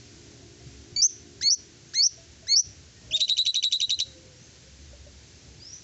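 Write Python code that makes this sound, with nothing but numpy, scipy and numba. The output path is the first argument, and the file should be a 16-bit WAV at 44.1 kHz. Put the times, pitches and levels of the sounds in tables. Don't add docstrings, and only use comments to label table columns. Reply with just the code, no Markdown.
import sys
import numpy as np
from scipy import signal
from scipy.fft import rfft, irfft
from scipy.io import wavfile
from scipy.ndimage import uniform_filter1d
from numba import njit

SR = 44100
rng = np.random.default_rng(int(sys.argv[2]) if len(sys.argv) > 2 else 0)


def gain_from_db(level_db):
    decades = np.asarray(level_db, float) / 20
    return 10 ** decades


def store_pcm(level_fs):
    pcm = np.round(np.clip(level_fs, -1, 1) * 32767).astype(np.int16)
    wavfile.write(sys.argv[1], SR, np.atleast_2d(pcm).T)


N = 257102
T = np.arange(N) / SR

# start [s], length [s], last pitch [Hz], scoop up from below [Hz], level [dB].
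WHISTLES = [
    (0.963, 0.053, 2370, 30, -25),
    (1.412, 0.082, 2282, 528, -18.5),
    (1.937, .081, 2286, 536, -18),
    (2.47, .083, 2294, 453, -18.5),
]
# start [s], upward voice break [s], end [s], top pitch [Hz], level [dB].
WARBLES = [
    (1.019, 1.0165, 1.071, 6360, -17),
    (1.498, 1.502, 1.549, 6080, -19),
    (2.02, 2.025, 2.077, 5927, -18.5),
    (2.555, 2.559, 2.612, 6010, -18),
]
# time [s], pitch [Hz], level [dB], octave relative level [dB].
OPENING = [(3.111, 3076, -37.5, -13), (3.119, 2385, -38.5, 2), (3.125, 2820, -34, 0),
           (3.135, 3375, -27.5, -21), (3.148, 3672, -21, -19.5), (3.158, 3718, -19, -25),
           (3.168, 3680, -33, -25.5), (3.176, 3540, -32.5, -19), (3.179, 3770, -39, -21.5)]
# loudest stutter [s], tone settles after [s], tone length [s], level [dB].
TRILL = [(3.2125, -.0015, 0.046, -19), (3.2969, .0025, .044, -20.5), (3.3854, 0.0045, .041, -20),
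         (3.4696, .003, 0.041, -22.5), (3.5596, 0.0042, .038, -22), (3.6433, .0065, 0.037, -23.5),
         (3.7304, .0065, 0.041, -24), (3.8187, 0.0075, 0.035, -22), (3.911, 0.0064, 0.036, -22.5),
         (4.0062, 0.0082, 0.024, -24)]
# share of its length, pitch [Hz], level [dB], octave relative level [dB].
SETTLE = [(0, 3865, -1.5, -20), (.11, 3803, -.5, -22), (.58, 3955, -1.5, -36), (.84, 3985, -5.5, -38),
          (1, 3920, -13, -28)]


def walk(rate_hz):
    hold = int(SR / rate_hz)
    steps = np.repeat(rng.standard_normal(N // hold + 1), hold)
    return 1.325 * uniform_filter1d(uniform_filter1d(steps, hold), hold)[:N]


def at(t, curve):
    return curve[(t * SR + .5).astype(int)]


def colour(points):
    hz, db = np.transpose(points)
    f = np.maximum(np.arange(N // 2 + 1) * SR / N, 1)
    gain = gain_from_db(np.interp(np.log(f), np.log(hz), db, -90, -90))
    x = irfft(rfft(rng.standard_normal(N)) * gain, N)
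    return x / x.std()


def sine(hz, db, multiple=1):
    return np.sqrt(2) * gain_from_db(db) * np.sin(2 * np.pi * multiple * np.cumsum(hz) / SR)


def bell(t, centre, width):
    return np.exp(-.5 * ((t - centre) / width) ** 2)


def ramp(t, length):
    return np.clip(t / length, 0, 1)


def sing(out, table, voice, edge_s=0.0022):
    s, *columns = np.transpose(table)
    span = slice(int((s[0] - edge_s) * SR), min(int((s[-1] + edge_s) * SR), N))
    t = T[span]
    fade = np.clip(np.minimum(t - t[0], t[-1] - t) / edge_s, 0, 1)
    out[span] += fade * voice(t, *(np.interp(t, s, c) for c in columns))


def whistle_course(row, outer):
    start, length, end_hz, scoop_hz, db = row
    low_db, high_db, climb_hz_per_s, faint_db = outer
    throat_hz, throat_db_per_hz = 4483, 0.0349
    close_s, close_db, thin_s, thin_db = 0.0049, 15.5, 0.019, 34.5
    open_s, open_outer, low_sag_db_per_s = .016, 1.2, 91.5

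    t = np.linspace(0, length, num=40)
    hz = end_hz - climb_hz_per_s * (length - t) - scoop_hz * np.exp(-t / 0.0082)
    late = -faint_db * (1 - ramp(t, open_s) ** 2)
    main = db + .6 * late - throat_db_per_hz * np.maximum(throat_hz - 2 * hz, 0)
    main = main - close_db * ramp(t - length + close_s, close_s)
    thin = -thin_db * ramp(t - length + thin_s, thin_s)
    low = low_db + open_outer * late - low_sag_db_per_s * (t - .03) + 0.36 * thin
    high = high_db + open_outer * late + thin
    return np.transpose([start + t, hz, main, low - main, high - main])


def whistles(out, flutter, drift, grain):
    # 1st harmonic [dB], 3rd harmonic [dB], even climb [Hz/s], faint start [dB].
    outer = [
        (-45.5, -36.5, 1530, 0),
        (-44, -34, 2700, 3),
        (-40.5, -28.5, 3200, 10),
        (-43.5, -33.5, 2800, 11),
    ]

    def voice(t, hz, db, low, high):
        low_close = 30 * np.clip((t - t[-1]) / 0.0096 + 1, 0, 1)
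        second = sine(hz, db + .5 * at(t, flutter), multiple=1.978)
        first = sine(hz + 20 * at(t, grain), db + low + 2.8 * at(t, drift) - low_close)
        third = sine(hz + 18 * at(t, grain), db + high + 2.8 * at(t, flutter), multiple=2.98)
        fourth = sine(hz, db + high - 8.5 - np.maximum(hz - 1900, 0) / 6, multiple=3.98)
        return second + first + third + fourth

    for row, row_outer in zip(WHISTLES, outer):
        sing(out, whistle_course(row, row_outer), voice)


def warble_course(row):
    start, leap, end, top_hz, db = row
    below_hz, leap_share, leap_s, rise_s = 4580, .45, .0025, .045
    hesitate_db, close_s, close_db = 2.5, 0.0085, 16.5
    t = np.linspace(start, end, num=60)
    after = np.maximum(t - leap, 0)
    ease = 1 - np.exp(-after / rise_s)
    risen = leap_share * (1 - np.exp(-after / leap_s)) + (1 - leap_share) * ease / ease[-1]
    level = db - hesitate_db * np.exp(-after / leap_s) - close_db * ramp(t - end + close_s, close_s)
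    return np.transpose([t, below_hz + (top_hz - below_hz) * risen, level])


def warbles(out, flutter, drift, grain):
    # start [s], rate [Hz], early swing [Hz], late swing [Hz].
    quiver = [
        (1.0224, 222, 480, 70),
        (1.5035, 225, 330, 110),
        (2.0255, 237, 320, 220),
        (2.5595, 241, 250, 160),
    ]
    for row, (start, rate_hz, early_hz, late_hz) in zip(WARBLES, quiver):
        def voice(t, hz, db):
            swing_hz = late_hz + (early_hz - late_hz) * np.exp(-(t - start) / .018)
            swing_hz = np.clip((t - start) / .001, 0, 1) * swing_hz
            turn = 2 * np.pi * rate_hz * (t - start) + .25 * at(t, drift)
            db = db + swing_hz / 100 * np.cos(turn) + 1.4 * at(t, flutter) + 1.1 * at(t, grain)
            return sine(hz + swing_hz * np.sin(turn), db)
        sing(out, warble_course(row), voice)


def opening_note(out, flutter, grain):
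    def voice(t, hz, db, octave):
        tone = sine(hz + 30 * at(t, grain), db + .6 * at(t, flutter))
        return tone + sine(hz, db + octave + 2.7 * at(t, flutter), multiple=2)
    sing(out, OPENING, voice)


def chips(out, flutter, drift):
    chip_db = [-40, -32.5, -29, -35, -25.5, -28.5, -35.5, -25.5, -32.5, -30.5]
    lead_s, hz, tail_db, tail_octave_db = .0143, 3009, -44.5, -37.5

    def voice(t, f, a, b):
        tone = sine(f, a + 3 * at(t, flutter))
        octave = sine(f, b + 3 * at(t, drift), multiple=1.99)
        return tone + octave + sine(f, b - 9 - np.abs(f - 2300) / 25, multiple=2.6)

    for note, db in zip(TRILL, chip_db):
        s, octave_db = note[0] - lead_s, db - 0.5
        course = [(s - .002, hz, db + 0.5, octave_db - 3.5),  # (s, Hz, dB, octave dB)
                  (s, hz, db + 1.5, octave_db + 6.0),
                  (s + .002, .96 * hz, db - 11.5, octave_db - 11),
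                  (s + .004, .78 * hz, tail_db, tail_octave_db),
                  (s + .008, .75 * hz, tail_db - 2, tail_octave_db),
                  (s + 0.011, 1.0 * hz, tail_db + 7, tail_octave_db - 12.5)]
        sing(out, course, voice, edge_s=.001)


def stutter_rows():
    # time from the loudest [s], pitch [Hz], level [dB], puff level [dB].
    stutter = [
        (-.005, 3794, -21.5, -29.5),
        (0, 3952, -15.5, -33),
        (.0049, 3885, -19.5, -36),
    ]
    spread = (.0004, 50, 1, 3)  # s, Hz, dB, dB
    rows, kept = [], []
    for peak_s, delay_s, length_s, _ in TRILL:
        tone_s = max(delay_s, 0) + SETTLE[1][0] * length_s / 2
        for s, hz, db, puff_db in stutter:
            rows.append((peak_s + s, hz, db, puff_db))
            kept.append(s < tone_s)
    rows = np.array(rows)
    return (rows + rng.standard_normal(rows.shape) * spread)[kept]


def stutters(out, breath):
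    for s, hz, db, puff_db in stutter_rows():
        span = slice(int((s - .006) * SR), int((s + .006) * SR))
        t = T[span]
        out[span] += bell(t, s, 0.00075) * sine(hz + 150500.0 * (t - s), db)
        out[span] += gain_from_db(puff_db + 0.5) * bell(t, s, 0.0022) * breath[span]


def trill_tones(out, flutter, drift, grain):
    def voice(t, hz, db, octave):
        since = t - t[0]
        ripple = np.exp(-since / 0.025) * np.sin(2 * np.pi * 205 * since + 1.3 * at(t, drift))
        pitch = hz + 80 * ripple + 35 * at(t, drift) + 70 * at(t, grain)
        tone = sine(pitch, db + 1.7 * ripple + 1.3 * at(t, flutter))
        return tone + sine(pitch, db + octave + 4 * at(t, flutter), multiple=1.93)

    for s, delay, length, db in TRILL:
        course = [(s + delay + share * length, hz, db + level_db, octave_db)
                  for share, hz, level_db, octave_db in SETTLE]
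        sing(out, course, voice)


def rasps(out, breath):
    # time [s], length [s], level [dB].
    rasp = [(0.972, .008, -50.5), (1.016, .012, -48.5), (1.43, 0.013, -35), (1.512, 0.0065, -55.5),
            (1.946, .016, -44), (3.17, 0.026, -33), (3.198, .012, -46.5), (3.217, .012, -44),
            (2.63, .008, -64.5), (2.03, 0.19, -57.5), (2.2, 0.092, -62.5), (.964, .004, -49.5),
            (1.1, .06, -57.5)]
    for s, length, db in rasp:
        span = slice(int((s - 2 * length) * SR), int((s + 2 * length) * SR))
        out[span] += gain_from_db(db) * bell(T[span], s, length / 3) * breath[span]


def starling():
    out, flutter, drift, grain = np.zeros(N), walk(300), walk(200), walk(1500)
    breath = colour([(1500, -34.5), (2500, 0.5), (3500, 7.5), (5000, 5), (6200, 7.5), (7500, -3.5), (8500, -40)])
    whistles(out, flutter, drift, grain)
    warbles(out, flutter, drift, grain)
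    opening_note(out, flutter, grain)
    chips(out, flutter, drift)
    stutters(out, breath)
    trill_tones(out, flutter, drift, grain)
    rasps(out, breath)
    return out


def cage(song):
    # delay [s], level [dB].
    bars = [(.0011, -27.5), (.0023, -25.5), (.0041, -25), (.0067, -15.5)]
    return sum(gain_from_db(db) * np.interp(T - lag, T, song) for lag, db in bars)


def facing_db():
    turns = [(row[0], 3) for row in WHISTLES]
    turns += [(row[1], 5.5) for row in WARBLES]
    turns += [(OPENING[0][0], 10)]
    s, db = np.transpose(sorted(turns))
    return uniform_filter1d(db[np.maximum(np.searchsorted(s, T) - 1, 0)], size=int(.004 * SR))


def echoes(x, db):
    t60_s = 0.38
    t = T[:int(.6 * SR)]
    tail = np.diff(rng.standard_normal(len(t) + 1)) * np.exp(-np.log(1000) * t / t60_s)
    tail = tail * np.clip(t / 0.011, 0, 1)
    return gain_from_db(db) * signal.fftconvolve(x, tail / np.sqrt(np.sum(tail ** 2)) / 4)[:N]


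def knocks():
    # start [s], peak level [dB], mode [Hz], t60 [s].
    blows = [(.42, -52, 675, 0.16), (.6, -57, 695, 0.33), (0.661, -34.5, 134, 0.12),
             (0.923, -33.5, 108, 0.073), (2.175, -50.5, 664, 0.33), (2.425, -48.5, 653, .14),
             (2.671, -43, 101, 0.17), (4.16, -52.5, 337, 0.46), (4.41, -40, 150, 0.053),
             (4.93, -43, 574, 0.089), (5.065, -41, 583, 0.083)]
    out = np.zeros(N)
    for s, db, hz, t60 in blows:
        t = np.maximum(T - s, 0)
        decay = (1 - np.exp(-t / 0.0023)) * np.exp(-np.log(1000) * t / t60)
        out += gain_from_db(db) * decay * np.sin(2 * np.pi * hz * t)
    return out


def far_animals():
    # time [s], pitch [Hz], level [dB].
    calls = [
        [(1.87, 6170, -61), (1.9, 6600, -49), (1.93, 6730, -60.5)],
        [(4.37, 5500, -60), (4.41, 6100, -50), (4.46, 6750, -52)],
        [(5.6, 4600, -49), (5.625, 4920, -44), (5.665, 5250, -37), (5.695, 5680, -39), (5.745, 5990, -43),
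         (5.79, 6070, -50)],
    ]
    # time [s], pitch [Hz], level [dB].
    crow_course = [(2.92, 623, -81), (3.08, 612, -67.5), (3.17, 640, -44), (3.24, 636, -60),
                   (3.6, 577, -77), (4.1, 522.4, -61.5), (4.35, 510, -59), (4.42, 516, -72.5),
                   (4.68, 528, -65)]
    birds, crow, rough = np.zeros(N), np.zeros(N), walk(60)

    def crow_voice(t, hz, db):
        tone = sine(hz + 9 * np.interp(t, T, rough), db)
        return tone + sine(hz, -66 - 40 * np.abs(t - 2.99) / .5, multiple=3)

    for call in calls:
        sing(birds, call, lambda t, hz, db: sine(hz + 35 * np.interp(t, T, rough), db), edge_s=0.0043)
    sing(crow, crow_course, crow_voice, edge_s=.03)
    birds = .33 * birds * gain_from_db(4 * walk(150)) + echoes(birds * gain_from_db(4 * walk(400)), 7.5)
    return birds + crow * gain_from_db(3.9 * walk(40))


def small_motor():
    # harmonic number, level [dB].
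    harmonics = [(2, -2), (4, -4), (5, -2), (6, -1), (7, -4), (12, -16)]
    # time [s], level [dB].
    away = [(0, -52), (1.4, -53.5), (2.3, -65.5), (2.8, -85), (3.7, -81), (4.201, -60.5), (4.75, -81),
            (5.83, -61.5)]
    firing_hz = 58.1 * (1 + .008 * walk(8) + .015 * walk(40))
    tone = sum(sine(firing_hz + 1.606 * walk(30), db - 6.5 + 2.4 * walk(25), multiple=k) for k, db in harmonics)
    return tone * gain_from_db(np.interp(T, *np.transpose(away)))


def passing_hum():
    # centre [s], width [s], level [dB].
    swells = [(.7, 0.098, -52.5), (2.701, 0.59, -60), (4.86, .16, -50.5), (5.17, .1, -57),
              (5.49, 0.028, -50)]
    level = sum(gain_from_db(db) * bell(T, s, width) for s, width, db in swells) + gain_from_db(-78.5)
    return sine(70 * (1 + .05 * walk(44)), 20 * np.log10(level) + 2 * walk(15))


def traffic(lift_db):
    # frequency [Hz], density [dB per Hz].
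    spectrum = [(12, -72), (20, -28.5), (27, -27.5), (51, -11.5), (75, 0), (145, -4.5), (177, -10.5),
                (383, -13.5), (612, -20), (1100, -30), (1430, -56.5), (2420, -120)]
    low = colour([p for p in spectrum if p[0] < 200] + [(300, -60)])
    rumble = colour(spectrum) + .5 * low * gain_from_db(2.1 * walk(20))
    return rumble * gain_from_db(-52.5 + lift_db - 2.5 + 1.5 * walk(10))


def leaves(lift_db):
    # frequency [Hz], density [dB per Hz].
    spectrum = [(530, -32), (900, -9), (989, -10), (1230, -7), (1500, -2.5), (2780, -1.5), (3260, -2),
                (4020, 0), (4460, 1), (6460, 2), (7580, -3), (7800, -12), (8660, -40), (11300, -72),
                (19100, -120)]
    return colour(spectrum) * gain_from_db(-55 + 0.48 * lift_db + .6 * walk(6))


def surroundings():
    # time [s], lift [dB].
    lift = [(0, 2.5), (.5, 0.5), (.75, 0), (1.8, -1), (2.3, 0), (2.9, -1), (3.2, 2.5), (4.2, 0),
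            (5.83, 0.5)]
    lift_db = np.interp(T, *np.transpose(lift))
    return traffic(lift_db) + leaves(lift_db) + small_motor() + passing_hum()


@njit
def follow(level_db, rise, fall):
    e, out = -80., np.empty(len(level_db))
    for i in range(len(level_db)):
        e += (level_db[i] - e) * (rise if level_db[i] > e else fall)
        out[i] = e
    return out


def excess_db(near):
    threshold_db, rise_s, fall_s = -41, 0.037, 0.046
    power = np.abs(uniform_filter1d(near ** 2, size=256))
    loud_db = 10 * np.log10(power + gain_from_db(2 * threshold_db - 26))
    return np.maximum(follow(loud_db, 1 / (rise_s * SR), 1 / (fall_s * SR)) - threshold_db, 0)


def scene():
    song = starling()
    near = song + cage(song)
    over_db = excess_db(near)
    sway_db = 3 * walk(500)
    yard = echoes(song * gain_from_db(facing_db() + sway_db - 1.5), -8)
    yard = yard * gain_from_db(-0.13 * over_db)
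    rest = (surroundings() + far_animals() + knocks()) * gain_from_db(-0.92 * over_db)
    return (near + yard + rest)[None]


def roll_off(x):
    return signal.sosfilt(signal.butter(12, 8810, fs=SR, output="sos"), x)


def record(dry):
    lowpass = signal.ellip(8, .2, 60, 8450, fs=SR, output="sos")
    mix = signal.sosfilt(lowpass, dry)
    return roll_off(mix)


dry = scene()
out = record(dry)
store_pcm(out)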